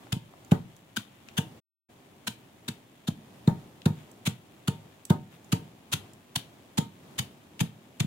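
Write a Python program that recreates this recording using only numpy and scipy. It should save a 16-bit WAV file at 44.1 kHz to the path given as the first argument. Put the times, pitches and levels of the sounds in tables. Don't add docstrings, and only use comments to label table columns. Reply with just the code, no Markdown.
import sys
import numpy as np
from scipy import signal
from scipy.fft import rfft, irfft, next_fast_len
from scipy.io import wavfile
from scipy.ndimage import uniform_filter1d, map_coordinates

SR = 44100
rng = np.random.default_rng(int(sys.argv[2]) if len(sys.argv) > 2 else 0)


def dump_mix(stems):
    frames = np.atleast_2d(stems).T
    limited = np.clip(frames, -1, 1)
    pcm = np.round(limited * 32767).astype(np.int16)
    wavfile.write(sys.argv[1], SR, pcm)


N = 355446

# (landing time [s], pressing time before it [s], crunch [dB],
# hollow resonance [Hz], hollow boost [dB], crack resonance [Hz], thud [dB], thud base pitch [Hz],
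# stone ring trim [dB])
STROKES = [(0.128, .008, -26.5, 1560, 11, 3070, -19, 103.6, 0.5),
           (0.5189, 0.0087, -31.5, 1420, 11.5, 2470, -6.5, 150.9, -7),
           (0.973, 0.013, -25.5, 1510, 14, 3130, -29.5, 187, -4),
           (1.386, .019, -25.5, 1550, 8.5, 3000, -15.5, 149, 4.5),
           (2.281, .014, -26.5, 1700, 8.5, 3930, -29.5, 165, 6),
           (2.688, .010, -29, 1520, 7, 3880, -25, 164, 0),
           (3.085, 0.016, -33, 1410, 6.5, 3860, -16.5, 155, -21),
           (3.477, .005, -33, 920, 18, 3900, -7.5, 145, -0.5),
           (3.861, 0.0067, -29, 1560, 12.5, 3760, -9.5, 147, 0.5),
           (4.275, .023, -26.5, 2200, 6.5, 3780, -16.5, 145, -4),
           (4.683, 0.01, -27, 1370, 13, 2930, -14.5, 145.7, 1.5),
           (5.1043, .0075, -29, 1490, 10, 3570, -7, 149.6, 4.5),
           (5.5297, 0.012, -25, 1300, 7.5, 2670, -13, 142.7, 5),
           (5.938, .022, -23, 1800, -2, 3260, -21.5, 150.5, -2),
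           (6.363, .010, -22.5, 890, 8.5, 2960, -27.5, 115.4, -4),
           (6.7852, .013, -23.5, 857, 20.5, 2750, -14, 158.4, 5),
           (7.1946, .015, -24.5, 2070, 8.5, 2940, -24.5, 112, 2),
           (7.6115, .014, -25.5, 880, 11, 2460, -15, 139.8, -4),
           (8.006, .010, -25, 2310, 9, 3750, -17, 135.7, -2)]
# (frequency [Hz], relative level [dB])
CRUNCH_EQ = [(40, -23), (110, 5.5), (220, 6.5), (400, -15.5), (560, -7), (950, -0.5), (2200, -1.5),
             (3100, 3), (4200, 0), (5400, -5.5), (7000, -2.5), (8200, -4), (10000, -5), (15500, -14.5)]
# (pitch [Hz], relative level [dB], t60 [s])
ROCKING_MODES = [(111, -2, 0.09), (204.7, -3.5, 0.099), (265.5, -6, 0.068)]
# (time [s], level [dB])
REBOUNDS = [(0.166, -25.5), (3.905, -22), (5.15, -28.5), (7.634, -27.5), (8.045, -23)]
# (pitch [Hz], relative level [dB], t60 [s])
STONE_MODES = [(324, -8, 0.4), (405, -8.5, 0.27), (456.8, 8, 0.13), (605, -8.5, 0.22), (750, -12, 0.47),
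               (812, -21.5, 0.26), (916, 5, 0.22), (1070, -16, 0.22), (1245, -6, 0.16), (1270, -8.5, 0.13)]
# (frequency [Hz], relative level [dB])
KNOCK_EQ = [(120, -12.5), (300, 3), (550, -8), (800, -3), (1050, -13), (1450, -17), (3000, -39)]
# (time [s], level [dB], pitch [Hz])
TICKS = [(.028, -48.5, 793), (.069, -44.5, 916), (.338, -43.5, 760), (0.448, -50.5, 7720),
         (.765, -50.5, 7140), (1.286, -40, 2750), (3.818, -43, 3200), (4.115, -48.5, 8000),
         (5.052, -34.5, 7980), (5.445, -51.5, 7400), (6.134, -49, 7500), (7.593, -32.5, 2890)]
# (time of peak [s], level [dB], time to swell or settle [s])
SLIDES = [(1.2, -63.5, .17), (4.0, -57.5, 0.054), (5.34, -57.5, 0.024)]
# (frequency [Hz], relative level [dB])
RUSTLE_EQ = [(800, -2), (2400, -1), (3500, -2.5), (5000, -14.5), (7000, -11.5), (15000, -15.5)]
# (frequency [Hz], t60 [s])
WALL_DECAY = [(150, 0.47), (400, 0.2), (1000, 0.19), (3000, 0.26), (7000, 0.17), (15000, 0.22)]
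# (frequency [Hz], relative level [dB])
HUSH_EQ = [(15, -88), (25, -44.5), (91, -9.5), (126, -5), (160, -7.5), (183, -6), (246, -6.5), (410, -11.5),
           (457, -15.5), (537, -14.5), (648, -14.5), (741, -15), (1080, -20), (1450, -26), (15500, -39)]
# (time [s], lag of the left channel [s])
LEFT_LAG = [(0, 0.00031), (3.8, 0.000011), (8.06, 0.00074)]
# (frequency [Hz], correlation [0-1])
STEREO_LIKENESS = [(60, 0.98), (290, 0.9), (640, 0.38), (1400, 0.041), (15000, 0.087)]
# (frequency [Hz], left minus right [dB])
MIC_BALANCE = [(300, 0), (700, -0.5), (1500, 4), (2000, 4.5), (2500, 5), (3400, 8), (4300, 2), (5600, -2),
               (7000, -12), (8500, -1), (10200, -2), (11500, -3.5), (15000, -9.5)]

FULL_CRUNCH_DB = -22.5
CRACK_DB, CRACK_SHARPENS = 1.5, 0.84
FIRM_DB = -17
ROCK_DB, ROCK_GROWS = -24, 0.32
KNOCK_DB, KNOCK_GROWS = -38, 1.67
DROPOUT_START_S, DROPOUT_END_S = 1.597, 1.893
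TOP_HZ = 15800


def crunch(build_db=12, depth_db_per_s=330, attack_s=.001, collapse_t60=0.021, packed=0.69, spill=.35):
    direct, send = np.zeros((2, N)), np.zeros((2, N))
    t = np.arange(SR // 12) / SR
    ripple_hz = np.arange(2000, 16000, 350)
    for s, press, db, hollow_hz, hollow_db, crack_hz, *_ in STROKES:
        rise_db = -(build_db + depth_db_per_s * press) * np.maximum(1 - t / (packed * press), 0)
        fall_db = -60 * np.maximum(t - press, 0) / collapse_t60
        pressure = amp(rise_db + fall_db) * attack(t, attack_s)
        clumps = amp(1.6 * map_coordinates(rng.standard_normal(len(t)), [650 * t]))
        cracks = unit(diffuse(fractures(len(t), rate=14000, spread_db=1.0))) * clumps * pressure
        crack_db = CRACK_DB + CRACK_SHARPENS * (FULL_CRUNCH_DB - db)
        dent = lambda hz: hollow_db * bump(hz, hollow_hz) + crack_db * bump(hz, crack_hz)
        ripple_db = 2.1 * rng.standard_normal(len(ripple_hz))
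        colour = lambda hz: dent(hz) + np.interp(hz, ripple_hz, ripple_db, left=0)
        for track, share in (direct, 1), (send, spill):
            sound = coloured(cracks, lambda hz: along(CRUNCH_EQ, hz) + share * colour(hz))
            add(track, s - press, amp(db) * unit(sound) * np.sqrt(np.mean(pressure ** 2)))
    return direct, send


def thud(t, hz, stiffening=1.44, relax_s=0.0022, swell_s=0.0027, life_s=0.011):
    cycles = hz * (t + stiffening * relax_s * attack(t, relax_s))
    return -np.sin(2 * np.pi * cycles) * attack(t, swell_s) * np.exp(-(t / life_s) ** 3)


def mortar(detune=0.038):
    out, t = np.zeros(N), np.arange(SR // 4) / SR
    rock_hz, level, t60 = np.transpose(ROCKING_MODES)[:, :, None]
    for s, *_, thud_db, thud_hz, _ in STROKES:
        pitch = rock_hz * np.exp(detune * rng.standard_normal(rock_hz.shape))
        modes = amp(level - 60 * t / t60) * np.sin(2 * np.pi * pitch * t)
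        rocking = modes.sum(axis=0) * attack(t, 0.016)
        rock_db = ROCK_DB + ROCK_GROWS * (thud_db - FIRM_DB)
        add(out, s, amp(thud_db) * thud(t, thud_hz) + amp(rock_db) * rocking)
    for s, db in REBOUNDS:
        add(out, s, amp(db) * thud(t, hz=165, stiffening=0.092, swell_s=0.00084, life_s=0.0088))
    return coloured(out, lambda hz: along([(25, -3.0), (60, -11), (95, 3.0)], hz))


def stone(scatter_db=-0.5, knock_t60=0.078, modes_db=-32, detune=0.0028):
    out, t = np.zeros((2, N)), np.arange(SR // 2) / SR
    hz, level, t60 = np.transpose(STONE_MODES)[:, :, None]
    for s, *_, thud_db, _, ring_db in STROKES:
        strength = level + scatter_db * rng.standard_normal(hz.shape)
        pitch = hz * np.exp(detune * rng.standard_normal(hz.shape))
        phase = rng.uniform(0, 2 * np.pi, hz.shape) + hz / 1700 * rng.standard_normal((2, *hz.shape))
        modes = amp(strength - 60 * t / t60) * np.sin(2 * np.pi * pitch * t + phase)
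        ring = modes.sum(axis=1) * attack(t, .005)
        knock = stereo_noise(len(t), KNOCK_EQ) * amp(-60 * t / knock_t60) * attack(t, 0.00052)
        knock_db = KNOCK_DB + KNOCK_GROWS * (thud_db - FIRM_DB)
        add(out, s, amp(thud_db + modes_db + ring_db) * ring + amp(knock_db) * knock)
    return out


def ticks(t60=.018, skirt_db_per_octave=12):
    out, t = np.zeros((2, N)), np.arange(SR // 20) / SR
    fade = amp(-60 * t / t60)
    for s, db, pitch in TICKS:
        burst = fade * fractures(len(t), rate=9400, spread_db=0)
        snap = coloured(burst, lambda hz: -skirt_db_per_octave * np.abs(np.log2((hz + 20) / pitch)))
        add(out, s, amp(db) * unit(snap) * np.sqrt(np.mean(fade ** 2)))
    return out


def rustle(stir_db=-64, waver_db=0.7):
    t = np.arange(N) / SR
    grains = coloured(fractures(N, rate=3500, spread_db=0), lambda hz: along(RUSTLE_EQ, hz))
    slide_power = sum(amp(db) ** 2 * np.exp(-((t - s) / swell) ** 2) for s, db, swell in SLIDES)
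    return np.sqrt(amp(stir_db) ** 2 + slide_power) * amp(waver_db * wobble(rate=13)) * unit(grains)


def walls(send, predelay_s=.007):
    out = np.zeros((2, N))
    edges = [0] + [round((s - .07) * SR) for s, *_ in STROKES[1:]] + [N]
    for start, end in zip(edges, edges[1:]):
        noise = diffuse(rng.standard_normal((2, SR // 2)))
        hz, t, bands = signal.stft(noise, SR, nperseg=256)
        decay = amp(-60 * t / along(WALL_DECAY, hz)[:, None])
        _, tail = signal.istft(bands * decay, SR, nperseg=256)
        answer = signal.fftconvolve(send[:, start:end], tail / np.linalg.norm(tail[0]), axes=1)
        add(out, start / SR + predelay_s, answer)
    return out


def hush(level_db=-55, waver_db=1.8):
    air = stereo_noise(N, HUSH_EQ)
    return amp(level_db + waver_db * wobble(rate=5.8)) * air


def placed(x):
    samples = np.arange(N)
    lag_s = np.interp(samples / SR, *np.transpose(LEFT_LAG))
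    return np.array([map_coordinates(x[0], [samples - lag_s * SR]), x[1]])


def fractures(size, rate, spread_db):
    cracks = (rng.random(size) < rate / SR) * amp(spread_db * rng.standard_normal(size))
    return unit(cracks * rng.standard_normal((2, size)))


def stereo_noise(size, eq):
    return unit(coloured(diffuse(rng.standard_normal((2, size))), lambda hz: along(eq, hz)))


def diffuse(pair):
    size = next_fast_len(pair.shape[-1])
    likeness = along(STEREO_LIKENESS, np.fft.rfftfreq(size, 1 / SR))
    width = np.arccos(np.clip(likeness, -1, 1)) / 2
    mid, side = irfft(rfft(pair, size) * [np.cos(width), np.sin(width)], size)[:, :pair.shape[-1]]
    return np.array([mid + side, mid - side])


def coloured(x, gain_db):
    size = 2 * next_fast_len(x.shape[-1] // 2 + 4096)
    cepstrum = irfft(np.log(amp(gain_db(np.fft.rfftfreq(size, 1 / SR)))), size)
    cepstrum[..., 1:size // 2] *= 2
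    cepstrum[..., size // 2 + 1:] = 0
    return irfft(rfft(x, size) * np.exp(rfft(cepstrum)), size)[..., :x.shape[-1]]


def bump(hz, centre_hz, octaves=0.2):
    return np.exp(-(np.log2((hz + 1) / centre_hz) / octaves) ** 2)


def along(points, hz):
    knots, values = np.transpose(points)
    return np.interp(np.log(hz + 1), np.log(knots + 1), values)


def attack(t, rise_s):
    return 1 - np.exp(-t / rise_s)


def wobble(rate):
    return map_coordinates(rng.standard_normal(int(N * rate / SR) + 4), [np.arange(N) * rate / SR])


def amp(db):
    return 10 ** (np.asarray(db) / 20)


def unit(x):
    return x / np.sqrt(np.mean(x ** 2) + 1e-20)


def add(track, s, sound):
    start = max(round(s * SR), 0)
    part = track[..., start:start + sound.shape[-1]]
    part += sound[..., :part.shape[-1]]


def scene():
    crush, crush_send = crunch()
    snaps, bowl, ground = ticks(), stone(), mortar()
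    reverb = walls(amp(-11.5) * (crush_send + snaps) + amp(-6.5) * bowl + amp(-17.0) * ground)
    mix = placed(crush + snaps + bowl + ground) + reverb + rustle()
    left_right = np.array([[0.5], [-0.5]])
    return coloured(mix, lambda hz: along(MIC_BALANCE, hz) * left_right) + hush()


def record(dry):
    t = np.arange(N) / SR
    live = (t < DROPOUT_START_S) | (t > DROPOUT_END_S)
    gate = uniform_filter1d(1.0 * live, size=600)
    size = next_fast_len(N + SR // 4)
    passband = np.fft.rfftfreq(size, 1 / SR) < TOP_HZ
    return irfft(rfft(dry * gate, size) * passband, size)[:, :N]


dry = scene()
out = record(dry)
dump_mix(out)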